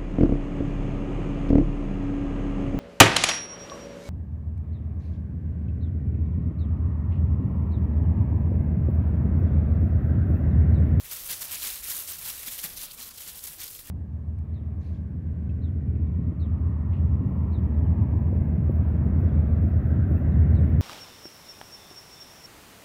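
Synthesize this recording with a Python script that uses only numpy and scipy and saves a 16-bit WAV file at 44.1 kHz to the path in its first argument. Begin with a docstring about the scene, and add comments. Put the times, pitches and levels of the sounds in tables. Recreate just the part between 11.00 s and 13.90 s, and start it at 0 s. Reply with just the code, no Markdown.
"""Steps through dry leaves

Feet and paws move through dry fallen leaves on a woodland trail. Each press or scuff crumples leaves:
thousands of tiny random cracks ring for a few cycles, mixed with pitchless ticks and some louder snaps.
A few steps thud on the soil as low, dying tones with a rough rumble and grit.
A low outdoor rumble and faint hiss, made of noise in bands, lie underneath."""
import sys
import numpy as np
from scipy import signal
from scipy.io import wavfile

SR = 44100
rng = np.random.default_rng(int(sys.argv[2]) if len(sys.argv) > 2 else 0)


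def master_out(mix):
    """Clip the mix to full scale and print it as 16-bit PCM to the path in sys.argv[1]."""
    frames = np.transpose(np.atleast_2d(mix))
    ceiling = np.clip(frames, -1, 1)
    pcm = np.round(ceiling * 32767).astype(np.int16)
    wavfile.write(sys.argv[1], SR, pcm)


N = 127890   # length in samples


def amp(db):
    """Turn dB into a plain multiplier."""
    return 10 ** (np.asarray(db) / 20)


def rms_one(x):
    """Scale a signal to an average strength (RMS) of 1."""
    return x / np.sqrt(np.mean(x ** 2) + 1e-20)


def at_hz(points, hz):
    """Read a curve of (Hz, value) points, with straight lines on a log pitch scale."""
    points = np.array(points)
    return np.interp(np.log(hz), np.log(points[:, 0]), points[:, 1])


def drift(rate_hz):
    """Slow random wandering with spread 1: noise smoothed twice."""
    r = np.exp(-2 * np.pi * rate_hz / SR)
    wander = signal.lfilter([1], [1, -2 * r, r * r], rng.standard_normal(N + SR))
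    return rms_one(wander[SR:])   # the first second lets the filter settle


def ring(clicks, hz, t60):
    """Each unit click starts a sine of height about 1 that dies by 60 dB in t60 seconds."""
    r = amp(-60 / (t60 * SR))
    w = 2 * np.pi * hz / SR
    return signal.lfilter([0, np.sin(w)], [1, -2 * r * np.cos(w), r * r], clicks + 1e-18)


def cracks(per_s, spread_db, clump):
    """Random clicks of uneven size and either sign, coming in clumps."""
    sizes = amp(spread_db * np.minimum(rng.exponential(1, N), 5)) * rng.choice([-1, 1], N)
    return sizes * (rng.random(N) < per_s * clump / SR)


def band(x, low_hz, high_hz):
    """Keep only the sound between two pitches."""
    return signal.sosfilt(signal.butter(2, [low_hz, high_hz], "band", fs=SR, output="sos"), x)


# Presses and scuffs in the leaves.
# Each row: peak in seconds, level in dB before LEAVES_DB, rise in ms and fall in ms (both over 10 dB),
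# extra dB near 2 kHz, extra dB near 4 kHz.
CRUNCHES = [(0.005, -45, 208, 30, 0, 4), (0.055, -42, 35, 57, 5.5, -5.5), (0.117, -34.5, 12, 39, 5, -3),
            (0.149, -37.5, 67, 29, -3, 1.5), (0.166, -38, 5.4, 120, 0.5, -2.5),
            (0.262, -38, 15, 39, -3, -4), (0.311, -31, 24, 44, 2.5, 2), (0.426, -31, 15, 9.5, 2, 0.5),
            (0.457, -37.5, 180, 13, -0.5, -2.5), (0.553, -34, 83, 29, 5, 0), (0.585, -50, 2.6, 22, 1, -3),
            (0.621, -33.5, 3, 87, 6.5, 0), (0.706, -35, 200, 22, 0, 0), (0.747, -36, 180, 81, -1.5, 0),
            (0.838, -36, 14, 300, 1.5, -3), (0.907, -32, 47, 26, 1.5, -2), (0.954, -34.5, 14, 73, -6, -4.5),
            (1.039, -40.5, 130, 2.8, -4, -4), (1.073, -41, 2, 12, -12, 3),
            (1.103, -31, 28.4, 23, -2.5, -1.5), (1.12, -37.5, 6, 63, 1.5, 0),
            (1.189, -35.5, 9.5, 9.3, -12, -3), (1.226, -36.5, 30, 28, 2.5, -5), (1.264, -34, 14, 3, -5, 1),
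            (1.309, -33.5, 61, 7.1, 2.5, 0.5), (1.354, -39.5, 120, 160, 2.5, -1.5),
            (1.432, -38, 2, 6.9, 13.5, 6), (1.482, -33.5, 22, 13, 1.5, 1.5),
            (1.532, -36.5, 49, 41, -3, 0.5), (1.587, -34.5, 7.5, 24, -7, 2),
            (1.642, -31, 8, 26.5, 6.5, -1.5), (1.705, -41, 460, 60, 4.5, -1.5),
            (1.784, -38, 25, 9.5, -9, 3.5), (1.83, -35, 46, 42, -3.5, 2), (1.881, -46, 2, 14, 10, -1),
            (1.92, -43.5, 21, 3.9, 0, 6), (1.941, -42, 19, 16, -4, -5), (2.003, -43.5, 30, 7.6, 22, -4),
            (2.028, -40.5, 53, 32, -7.5, 6), (2.09, -42, 100, 8.6, 0.5, 1), (2.114, -45, 13, 13, 0, 6.5),
            (2.187, -43.5, 63, 16, -3, 1.5), (2.21, -37.5, 8.9, 45, 0.5, 1), (2.295, -39, 44, 24, 1, 2),
            (2.381, -42, 93, 53, -1, -2), (2.44, -31, 1.7, 2.7, -18, -17), (2.451, -35.5, 22, 16, -5, -1),
            (2.475, -37.5, 7.6, 24, -1, 1), (2.531, -42, 64, 48, 0.5, -2.5), (2.614, -38.5, 27, 48, 3, 3.5),
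            (2.641, -44, 2, 21, -14, -6), (2.682, -41, 94, 11, 1, 2), (2.713, -43, 30, 3.3, -7, -7),
            (2.752, -43, 80, 51, -6, -1.5), (2.792, -41.5, 4.6, 29, 1, -3),
            (2.888, -44.5, 60, 21, 5.5, -1.5)]
CRUMBLE = 1.9   # shape of the fall: 2 a bell, 1 an even decay


def pressure():
    """Each crunch swells as a bell and crumbles away; returns total strength and the moment's two colours."""
    ms = np.arange(N) / SR * 1000
    power, colour = 1e-9, 0
    for s, db, rise_ms, fall_ms, *colour_db in CRUNCHES:
        from_peak = ms - 1000 * s
        rise = (from_peak / rise_ms) ** 2
        fall = np.abs(from_peak / fall_ms) ** CRUMBLE
        # twice the dB gives power
        bell = amp(2 * db - 20 * np.where(from_peak < 0, rise, fall))
        power = power + bell
        colour = colour + bell * np.array(colour_db)[:, None]
    return np.sqrt(power), colour / power   # stronger crunches count for more in the colour


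# Colour of crumpling leaf before each crunch tilts it.
# Each row: pitch in Hz, relative level in dB per Hz.
LEAF = [(240, -47), (400, -41), (935, -25), (1040, -14), (2050, -8.5), (2360, -6.5), (3990, -4),
        (7630, -3.5), (12900, 2), (14800, -2.5), (16000, -1)]
CRACKS_PER_S, CRACK_SPREAD_DB = 11000, 2.5   # rate before clumping
CRACK_CYCLES = 16.2   # cycles for a ring to die by 60 dB
TICKS_PER_S, TICK_SPREAD_DB, TICK_DB = 2500, 3.5, 6   # cracks too short to have a pitch
CLUMP_DB = 1.62   # unevenness of the crack rate
SCRAP_PATCHY_DB = 1   # sizes of scrap swell and rest, three neighbouring sizes together
BODY_HZ, MID_HZ, TOP_HZ = 1800, 4300, 10000   # corners of the two colour tilts
LEAVES_DB = 0.33


def leaves():
    """Cracks are dealt to leaf scraps of many sizes; ticks sound across the whole range at once."""
    strength, (body_db, mid_db) = pressure()
    clump = amp(CLUMP_DB * drift(70))
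    pitched = cracks(CRACKS_PER_S, CRACK_SPREAD_DB, clump)
    ticks = cracks(TICKS_PER_S, TICK_SPREAD_DB, clump)
    patch = [SCRAP_PATCHY_DB * drift(33) for _ in range(19)]
    edges = np.geomspace(350, 17000, num=57)
    # higher bands, from smaller scraps, get more of the cracks
    share = np.diff(np.sqrt(edges)) / np.ptp(np.sqrt(edges))
    dealt = rng.choice(56, N, p=share)
    out = 0
    for k, (low, high) in enumerate(zip(edges, edges[1:])):
        hz = np.sqrt(low * high)
        ringing = rms_one(ring(pitched * (dealt == k), hz, CRACK_CYCLES / hz))
        scrap = ringing + amp(TICK_DB) * rms_one(band(ticks, low, high))
        body_share = at_hz([(BODY_HZ / 4, 0), (BODY_HZ, 1), (MID_HZ, 0)], hz)
        mid_share = at_hz([(BODY_HZ, 0), (MID_HZ, 1), (TOP_HZ, 0)], hz)
        lean_db = body_share * body_db + mid_share * mid_db
        level = amp(at_hz(LEAF, hz) + lean_db + patch[k // 3])
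        out = out + np.sqrt(hz) * level * scrap   # wider bands hold more sound
    return amp(LEAVES_DB) * strength * rms_one(out)


# Colour of the outdoor background before the treble cut, wavering and fade.
# Each row: pitch in Hz, relative level in dB per Hz.
AIR = [(12, -30), (20, 7.5), (61, 6.5), (204, -6.5), (718, -11.5), (1810, -12), (3160, 2), (7950, -4.5),
       (13200, 1.5), (14700, -2), (16000, -14)]
AIR_DB, AIR_PATCHY_DB = -51.5, -3.5   # overall level, size of the wavering
AIR_TREBLE_DB = -12   # applied above 1500 Hz
AIR_FADE_DB_PER_S = 1.5   # above the rumble, far rustling dies down as it moves away


def air():
    """Half-octave bands of noise, each wavering a little; rumble strongest."""
    white = rng.standard_normal((2, N + SR))
    edges = 16 * 2 ** np.arange(0, 10.1, .5)
    from_middle_s = (np.arange(N) - N / 2) / SR
    out = 0
    for k, (low, high) in enumerate(zip(edges, edges[1:])):
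        hz = np.sqrt(low * high)
        db = at_hz(AIR, hz) + AIR_TREBLE_DB * (hz > 1500) + AIR_PATCHY_DB * drift(3.1)
        db = db - AIR_FADE_DB_PER_S * (hz > 350) * from_middle_s
        out = out + amp(db) * band(white[k % 2], low, high)[SR:]   # neighbours use different noise
    return amp(AIR_DB) * rms_one(out)


# Single loud snaps of leaf or twig.
# Each row: start in seconds, peak level in dB, pitch in Hz.
SNAPS = [(0.1135, -33, 3300), (0.3092, -21, 10500), (0.3325, -24, 11200), (0.3408, -28, 6500),
         (0.4125, -25, 10500), (0.5174, -25, 10400), (0.5255, -25, 11200), (0.5449, -23, 11600),
         (0.5553, -25, 7000), (0.5692, -30, 2900), (0.6218, -29, 3800), (0.6313, -22, 11400),
         (0.6605, -27, 6200), (0.6705, -28, 4000), (0.7025, -28, 4200), (0.9271, -27, 12100),
         (1.1368, -27, 9200), (1.2897, -25, 9600), (1.302, -23, 13300), (1.3284, -28, 12100),
         (1.4616, -28, 10200), (1.5262, -25, 13600), (1.5905, -27, 3900), (1.6175, -27, 12000),
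         (1.6401, -23, 13000), (1.6495, -20, 12400), (1.9117, -34, 4800), (2.0122, -30, 4600),
         (2.0272, -27, 13500), (2.3924, -33, 5500), (2.4403, -24, 11800), (2.4534, -26, 10500),
         (2.4795, -29, 11000), (2.6422, -23, 12000), (2.7505, -37, 3800), (2.791, -39, 4500)]
SNAP_T60_S, SPLINTER_T60_S = .0016, .006   # seconds for ring and splinters to die by 60 dB
SNAP_SPAN = 1.6   # ratio heard either side of the pitch


def snaps():
    """A break and its dying splinters set off a short ring at the pitch of the piece that breaks."""
    out = np.zeros(N)
    t = np.arange(400) / SR
    chances = rng.standard_normal((len(SNAPS), len(t)))
    for (s, db, hz), chance in zip(SNAPS, chances):
        splinters = (t == 0) + amp(-12 - 60 * t / SPLINTER_T60_S) * chance   # one click, then noise
        snap = ring(splinters, hz, SNAP_T60_S) + splinters
        snap = band(snap, hz / SNAP_SPAN, min(SNAP_SPAN * hz, 15500))
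        i = int(s * SR)
        out[i:i + len(snap)] += amp(db) * snap / np.abs(snap).max()
    return out


# Steps that thud on the soil.
# Each row: start in seconds, level of the push in dB, pitch in Hz,
# seconds for the rumble to die by 60 dB (it is cut off after half a second).
THUDS = [(0.302, -49.5, 138, 0.093), (1.447, -53, 112, 0.22), (1.476, -49.5, 234, 0.086),
         (1.642, -42, 171, 0.69), (1.992, -55, 243, 0.29), (2.497, -49, 151, 0.28)]
THUD_T60_S, THUD_SOFT_PER_S = 0.059, 300   # dying time of the push, speed of its soft start
RUMBLE_DB, RUMBLE_RING_S = -10, 0.14   # rumble against the push; longer ringing is less rough
GRIT_DB = -1.5   # soil and twigs shifting under the step, against the rumble


def thuds():
    """A soft push into the soil rings low and briefly; a rough rumble at that pitch and some grit trail."""
    out = np.zeros(N + SR)
    t = np.arange(SR // 2) / SR
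    white = rng.standard_normal(N + SR)
    grit = rms_one(band(white, 200, 750))
    soft = 1 - np.exp(-THUD_SOFT_PER_S * t)
    push = soft * amp(-60 * t / THUD_T60_S)
    for s, db, hz, tail_s in THUDS:
        i = int(s * SR)
        tone = np.sin(2 * np.pi * hz * t)
        rough = rms_one(ring(white, hz, RUMBLE_RING_S)) + amp(GRIT_DB) * grit
        tail = soft * amp(RUMBLE_DB - 60 * t / tail_s) * rough[i:i + len(t)]
        # the hollow soil hums on faintly, dying half as fast as the rumble
        hum = soft * amp(-16 - 60 * t / tail_s / 2) * tone
        out[i:i + len(t)] += amp(db) * (push / push.max() * tone + tail + hum)
    return out[:N]


def scene():
    """Add the four layers into one channel."""
    return (leaves() + snaps() + thuds() + air())[None]


def record(dry):
    """The top is cut steeply above 15760 Hz."""
    return signal.sosfilt(signal.ellip(16, .5, 75, 15760, fs=SR, output="sos"), dry)


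dry = scene()
out = record(dry)
master_out(out)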